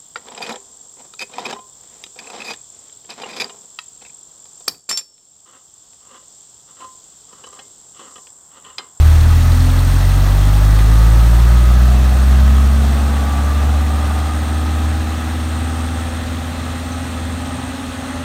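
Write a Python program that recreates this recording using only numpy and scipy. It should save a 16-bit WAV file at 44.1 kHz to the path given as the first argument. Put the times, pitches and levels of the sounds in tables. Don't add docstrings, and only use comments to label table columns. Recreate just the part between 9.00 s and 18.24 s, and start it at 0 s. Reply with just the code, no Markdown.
import sys
import numpy as np
from scipy import signal
from scipy.fft import rfft, irfft, next_fast_len
from scipy.io import wavfile

SR = 44100
rng = np.random.default_rng(int(sys.argv[2]) if len(sys.argv) > 2 else 0)


def store_pcm(level_fs):
    pcm = np.round(np.clip(level_fs, -1, 1) * 32767).astype(np.int16)
    wavfile.write(sys.argv[1], SR, np.atleast_2d(pcm).T)


def gain_from_db(level_db):
    decades = np.asarray(level_db, float) / 20
    return 10 ** decades


N = 407474


def rms_one(x):
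    return x / np.sqrt(np.mean(x ** 2) + 1e-20)


def in_time(rows):
    seconds, values = np.transpose(rows)
    return np.interp(np.arange(N) / SR, seconds, values)


def at_hz(points, hz):
    points_hz, points_db = np.transpose(points)
    return np.interp(np.log(hz), np.log(points_hz), points_db)


def drift(rate):
    r = np.exp(-80 * np.pi * rate / SR)
    white = rng.standard_normal(N // 40 + 2002)
    slow = signal.lfilter([1], [1, -2 * r, r * r], white)[2000:]
    return np.interp(np.arange(N) / 40, np.arange(len(slow)), rms_one(slow))


def resonance(x, hz, width_hz):
    r = np.exp(-np.pi * width_hz / SR)
    ring = [1, -2 * r * np.cos(2 * np.pi * hz / SR), r * r]
    return signal.lfilter(np.array([1, 0, -1]) * (1 - r * r) / 2, ring, x)


def resonant_gain(hz, peaks):
    return sum(gain_from_db(db) / (1 + (2 * (hz - centre) / width) ** 2) for centre, width, db in peaks)


def tone(turns, wander_db, rate, blur):
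    level = gain_from_db(wander_db * np.tanh(drift(rate)))
    return np.sqrt(2) * level * np.cos(2 * np.pi * (turns + blur * drift(rate)))


def banded_noise(spectrum, patchy_db, rate):
    points_hz, points_db = np.transpose(spectrum)
    size = next_fast_len(N)
    hz = np.arange(size // 2 + 1) * SR / size + 1e-3
    colour = gain_from_db(np.interp(np.log(hz), np.log(points_hz), points_db, left=-150, right=-150))
    noises = irfft(rfft(rng.standard_normal((2, size))) * colour, size)[:, :N]
    octaves = np.log2(points_hz[-1] / points_hz[0])
    edges = points_hz[0] * 2 ** np.arange(0, octaves + .3, 1 / 3)
    edges = edges[edges < 21000]
    together, out = drift(rate), 0
    for k, (low, high) in enumerate(zip(edges, edges[1:])):
        sieve = signal.butter(2, [low, high], "band", fs=SR, output="sos")
        band = signal.sosfilt(sieve, noises[k % 2])
        out = out + gain_from_db(patchy_db * (0.34 * together + drift(rate))) * band
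    return rms_one(out)


# (time [s], level [dB])
TAILPIPE_BOOM = [(0, -18), (.65, -14), (1.3, -11.5), (2.0, -8), (2.9, -8), (3.15, -10.5), (3.4, -7.5),
                 (4.3, -15.5), (4.7, -12.5), (5.4, -18.5), (5.85, -15.5), (6.2, -21.5), (6.5, -19.5),
                 (7.1, -22.5), (7.6, -26), (8.35, -25), (8.75, -35), (9.24, -30)]
# (pitch [Hz], level over the boom [dB])
SECOND_MULTIPLE = [(75, 12), (80, 7.5), (87, 0), (96, -4.5), (112, -10), (136, -18), (151, -28), (168, -20)]
# (pitch [Hz], level [dB])
SILENCER_SHELL = [(110, -21), (150, -24.5), (175, -28), (195, -40.5), (212, -33.5), (275, -22), (310, -20),
                  (340, -37.5)]
# (in step with the first at [firings/s], turns gained [turns/Hz])
PIPE_DELAY = [(40, 0), (43.5, .046), (35, .07), (30, .05)]


def exhaust(turns, per_s, loss_db):
    boom_db = in_time(TAILPIPE_BOOM)
    second_db = boom_db + at_hz(SECOND_MULTIPLE, 2 * per_s)
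    shell_loss_db = 0.34 * loss_db
    third_db = at_hz(SILENCER_SHELL, 3 * per_s) + shell_loss_db
    fourth_db = at_hz(SILENCER_SHELL, 4 * per_s) + shell_loss_db - 10.5
    out = 0
    for k, db in enumerate([boom_db, second_db, third_db, fourth_db]):
        in_step, slope = PIPE_DELAY[k]
        slip = slope * (per_s - in_step)
        out = out + gain_from_db(db) * tone((k + 1) * turns + slip, wander_db=.5, rate=16, blur=.01)
    return gain_from_db(.6) * out


# (pitch [Hz], level [dB])
FAN_SHROUD = [(122, -37), (165, -45), (180, -33), (190, -27.5), (220, -26), (236, -31), (272, -32.5)]
# (pitch [Hz], level [dB])
FAN_OVERTONE = [(245, -52), (305, -63), (330, -43), (365, -58), (420, -44), (437, -48), (485, -50),
                (520, -45.5)]
# (pitch [Hz], level [dB])
EXHAUST_MANIFOLD = [(190, -46), (236, -41.5), (256, -30), (288, -42.5), (335, -40.5), (400, -53),
                    (510, -64)]


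def fan_and_manifold(turns, per_s):
    fan = 3.235
    out = 0
    for multiple, shape, db in [(fan, FAN_SHROUD, 0), (2 * fan, FAN_OVERTONE, 0),
                                (6, EXHAUST_MANIFOLD, 0), (5, EXHAUST_MANIFOLD, -1)]:
        level_db = at_hz(shape, multiple * per_s) + db + 2.4 * drift(0.73)
        out = out + gain_from_db(level_db) * tone(multiple * turns, wander_db=1.5, rate=7.4, blur=0.036)
    return out


# (multiple of the firing rate [-], level over rumble [dB])
UNEVEN_TONES = [(.75, -31), (1.25, -16), (1.62, -18), (1.75, -18.5), (2.25, -15), (2.69, -8.5),
                (3.501, -24), (5.25, -22), (5.72, -18.5), (7, -23), (7.75, -22)]


def uneven_cylinders(turns, loss_db, rumble_db):
    weak = tone(3 / 2 * turns, wander_db=2.5, rate=4.0, blur=0.05)
    faint = sum(gain_from_db(db) * tone(m * turns, wander_db=2.0, rate=2.35, blur=0.074) for m, db in UNEVEN_TONES)
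    return gain_from_db(-35 + 0.72 * loss_db) * weak + gain_from_db(rumble_db) * faint


# (multiple of the firing rate [-], pitch [Hz], width [Hz], level [dB])
CASING_MESHES = [(8.22, 450, 48, -43), (8.22, 585, 53, -42), (10.5, 774, 82, -39.5), (11.5, 540, 36, -45),
                 (11.5, 725, 47, -38), (11.5, 810, 60, -40), (16.43, 816, 120, -39.5),
                 (16.43, 930, 70, -44), (16.43, 1196, 146, -38)]
# (multiple of the firing rate [-], level over clatter [dB])
OTHER_MESHES = [(9.5, -12.5), (10, -9), (13, -15), (18, -20), (19, -17.5), (21.12, -12), (23, -11),
                (24.8, -17)]
# (pitch [Hz], width [Hz], level [dB])
BODY_PANELS = [(610, 53, -10.5), (763, 290, -5), (1194, 180, -3.5), (1269, 46, -3.5), (1493, 29, -7),
               (1645, 230, -11), (1950, 230, -11.5)]


def gears(turns, per_s, clatter_db):
    ease_start_s, ease_length_s, ease_db = 7.3, 0.47, -15
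    eased = np.clip((np.arange(N) / SR - ease_start_s) / ease_length_s, 0, 1)
    load = gain_from_db(ease_db * eased)
    out = 0
    for m, *peak in CASING_MESHES:
        clean = tone(m * turns, wander_db=3.5, rate=4.0, blur=0.1)
        worn = tone(m * turns, wander_db=5.0, rate=32.0, blur=0.47)
        out = out + load * resonant_gain(m * per_s, [peak]) * (clean + gain_from_db(-1.4) * worn)
    for m, db in OTHER_MESHES:
        gain = gain_from_db(clatter_db + 3 + db) * resonant_gain(m * per_s, BODY_PANELS)
        out = out + gain * tone(m * turns, wander_db=2.5, rate=8.9, blur=0.19)
    return out


# (pitch [Hz], level per Hz [dB])
RUMBLE_COLOUR = [(15, -30), (30, -26), (50, -3), (75, -1.5), (110, -1), (170, -8), (240, -8), (330, -13),
                 (450, -24.5), (650, -43)]


def rumble(rumble_db):
    return gain_from_db(rumble_db) * banded_noise(RUMBLE_COLOUR, patchy_db=0.5, rate=1.1)


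# (pitch [Hz], level per Hz [dB])
CLATTER_COLOUR = [(210, -45), (350, 0), (487, 3.5), (790, 1.5), (1010, 1.5), (1250, 0.5), (1400, 1),
                  (1950, -1), (2400, -10.5), (3120, -26), (5280, -120)]


def clatter(puff, clatter_db):
    knocks = banded_noise(CLATTER_COLOUR, patchy_db=0.92, rate=11.4)
    panels = sum(gain_from_db(db) * resonance(knocks, hz, width) for hz, width, db in BODY_PANELS)
    return gain_from_db(clatter_db + 0.72 * puff) * rms_one(knocks + 2.26 * panels)


# (pitch [Hz], level per Hz [dB])
HISS_COLOUR = [(1500, -25), (2000, -3), (2250, -4), (2600, 3), (2950, -1.5), (3300, 1.5), (4100, -1),
               (4600, -8), (5500, -9.5), (6400, -7), (7500, -9.5), (9500, -8.5), (10500, -15.5),
               (12000, -22.5)]
# (pitch [Hz], level per Hz [dB])
AIR_COLOUR = [(3300, -22), (4200, 4), (6000, 1.5), (8000, -3), (10000, -4), (11500, -2), (13000, 0),
              (13700, -4), (14300, 0), (15700, -5.5), (18000, -16)]


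def escaping_gas(puff, hiss_db, air_db):
    hiss = gain_from_db(hiss_db + 0.5 * puff) * banded_noise(HISS_COLOUR, patchy_db=1.0, rate=29)
    return hiss + gain_from_db(air_db + 0.92 * puff) * banded_noise(AIR_COLOUR, patchy_db=0.9, rate=31)


# (time [s], peak level [dB], pitch [Hz])
LIGHT_KNOCKS = [(0.11, -26, 3230), (0.162, -28, 3600), (0.2094, -24, 3850), (0.2394, -22, 3940),
                (0.2897, -28, 3820), (0.4194, -24, 4040), (0.519, -21, 4050), (0.5586, -23, 4360),
                (0.605, -21, 4370), (0.6983, -22, 3400), (0.7894, -19, 4230), (1.0384, -28, 3890),
                (1.5384, -25, 3350), (1.7913, -25, 3770), (2.8784, -26, 4330), (3.263, -30, 3670)]
# (time [s], peak level [dB], pitch [Hz])
HEAVY_CLANKS = [
    (0.1142, -23, 1950),
    (1.1867, -26, 1590),
    (1.4796, -22, 1500),
    (1.7255, -20, 1710),
    (1.79, -14.5, 1900),
    (3.0006, -26, 1550),
]


def rattles(air_db):
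    parts, hits_per_s = 28, 900
    sizes = gain_from_db(3.9 * np.minimum(rng.exponential(1, N), 3.0)) * rng.choice([-1, 1], N)
    struck = rng.integers(0, parts, N) + parts * (rng.random(N) > hits_per_s / SR)
    pitches = np.geomspace(1900, 7600, parts) * rng.uniform(.97, 1.03, parts)
    jingle = sum(resonance(sizes * (struck == k) + 1e-18, hz, 25.0) for k, hz in enumerate(pitches))
    out = gain_from_db(air_db * 0.32 - 34.5) * rms_one(jingle)
    t = np.arange(3000) / SR
    for s, db, hz in LIGHT_KNOCKS + HEAVY_CLANKS:
        at = round(s * SR)
        burst = rng.standard_normal(len(t)) * np.exp(-t / 0.0074)
        knock = 3.4 * resonance(burst, hz, 560) + 0.19 * np.diff(burst, prepend=0)
        out[at:at + len(t)] += gain_from_db(db - 5.5) * knock
    return out


# (start [s], end [s], start level [dB], end level [dB])
BUZZ_PHRASES = [
    (-.3, .38, -48, -48),
    (0.456, 1.2, -45, -44),
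    (1.45, 2.68, -48, -45.5),
    (3.1, 3.3, -50, -45),
    (3.5, 4.18, -47, -50),
    (4.85, 5.63, -48, -44.5),
    (6.0, 6.35, -54, -56),
    (6.36, 7.2, -46, -46),
    (7.6, 8.72, -52, -46.5),
]
# (pitch [Hz], width [Hz], level [dB])
CRICKET_HUMS = [(6440, 100, -68), (7200, 80, -70), (7360, 74, -62)]


def insects():
    t, near = np.arange(N) / SR, 0
    for start, end, start_db, end_db in BUZZ_PHRASES:
        edges = np.clip(np.minimum((t - start) / 0.074, (end - t) / .025), 0, 1)
        near = near + edges * gain_from_db(np.interp(t, [start, end], [start_db, end_db]))
    far = gain_from_db(-47 + 0.86 * drift(2.0))
    out = 0
    for gain, hz, half_width_hz, damping in [(near, 8530, 210, 4.0), (far, 8330, 400, .8)]:
        strokes = np.cumsum(73 * (1 + .01 * drift(2.1))) / SR
        rasp = rng.standard_normal(N) * np.exp(-damping * (strokes % 1))
        wing = signal.butter(3, [hz - half_width_hz, hz + half_width_hz], "band", fs=SR, output="sos")
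        out = out + gain * rms_one(signal.sosfilt(wing, rasp))
    white = rng.standard_normal(N)
    for hz, width, db in CRICKET_HUMS:
        out = out + gain_from_db(db + 4.1 * drift(0.55)) * rms_one(resonance(white, hz, width))
    return out


# (time [s], peak level [dB], pitch [Hz], time to fall 30 dB [s])
BIRD_CHIPS = [
    (7.918, -27, 6080, .016),
    (7.92, -32, 6250, .02),
    (7.935, -45, 6100, 0.11),
    (8.024, -40, 6100, .04),
]


def bird():
    out = np.zeros(N)
    for s, db, hz, fall_s in BIRD_CHIPS:
        t = np.maximum(np.arange(N) / SR - s, 0)
        attack = 1 - np.exp(-t / 0.0015)
        out += gain_from_db(db - 30 * t / fall_s) * attack * np.sin(2 * np.pi * hz * (t - .3 * t * t))
    return out


# (start [s], end [s], start pitch [Hz], end pitch [Hz], level [dB])
DOVE_COOS = [
    (8.062, 8.38, 753, 810, -54),
    (8.305, 8.6, 587, 597, -40),
    (8.46, 8.66, 798, 796, -43),
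    (9.05, 9.3, 582, 590, -40),
]


def dove():
    out = np.zeros(N)
    for start, end, start_hz, end_hz, db in DOVE_COOS:
        part = np.clip((np.arange(N) / SR - start) / (end - start), 0, 1)
        turns = np.cumsum(start_hz + (end_hz - start_hz) * part) / SR
        swell = np.sqrt(np.sin(np.pi * part).clip(0))
        out += gain_from_db(db) * swell * tone(turns, wander_db=1.5, rate=7.9, blur=.04)
    return out


# (time [s], firing rate [firings/s])
ENGINE_SPEED = [(0.0, 37.8), (0.6, 42.3), (1.2, 47.0), (2.1, 55.4), (2.7, 60.4), (3.6, 67.1), (4.2, 70.3),
                (5.4, 75.6), (6.0, 77.3), (6.6, 78.6), (7.2, 80.4), (7.5, 81.6), (7.65, 80.8), (8.03, 83.7),
                (8.2, 80.6), (8.77, 84.4), (9.0, 82.3), (9.2, 84.3)]
# (start level [dB], share of distance loss [-], rise with speed [dB/octave])
NOISE_LEVELS = [(-26, 0.54, 1.14), (-30, 0.41, 3), (-35.5, 0.14, .5), (-37, 1.15, 5.5)]


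def scene():
    per_s = in_time(ENGINE_SPEED)
    turns = np.cumsum(per_s) / SR
    roadside_m, m_per_firing = 8.0, .08
    loss_db = -10 * np.log10(1 + (turns * m_per_firing / roadside_m) ** 2)
    octaves = np.log2(per_s / per_s[0])
    rumble_db, clatter_db, hiss_db, air_db = [db + fade * loss_db + rise * octaves
                                              for db, fade, rise in NOISE_LEVELS]
    puff = np.cos(2 * np.pi * turns)
    car = exhaust(turns, per_s, loss_db) + fan_and_manifold(turns, per_s)
    car = car + uneven_cylinders(turns, loss_db, rumble_db) + gears(turns, per_s, clatter_db)
    car = car + rumble(rumble_db) + clatter(puff, clatter_db) + escaping_gas(puff, hiss_db, air_db)
    return (car + rattles(air_db) + insects() + bird() + dove())[None]


def band_limit(x):
    return signal.sosfilt(signal.butter(12, 15730, fs=SR, output="sos"), x)


# (pitch [Hz], width [Hz], share removed [0-1])
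MICROPHONE_DIPS = [(4900, 280, 0.42), (7740, 200, 0.56), (10450, 630, 0.6)]


def record(dry):
    x = dry
    for hz, width, share in MICROPHONE_DIPS:
        x = x - share * resonance(x, hz, width)
    top_cut = signal.ellip(10, .5, 70, 15930, fs=SR, output="sos")
    mix = np.clip(signal.sosfilt(top_cut, x), -1, 1)
    return band_limit(mix)


dry = scene()
out = record(dry)
store_pcm(out)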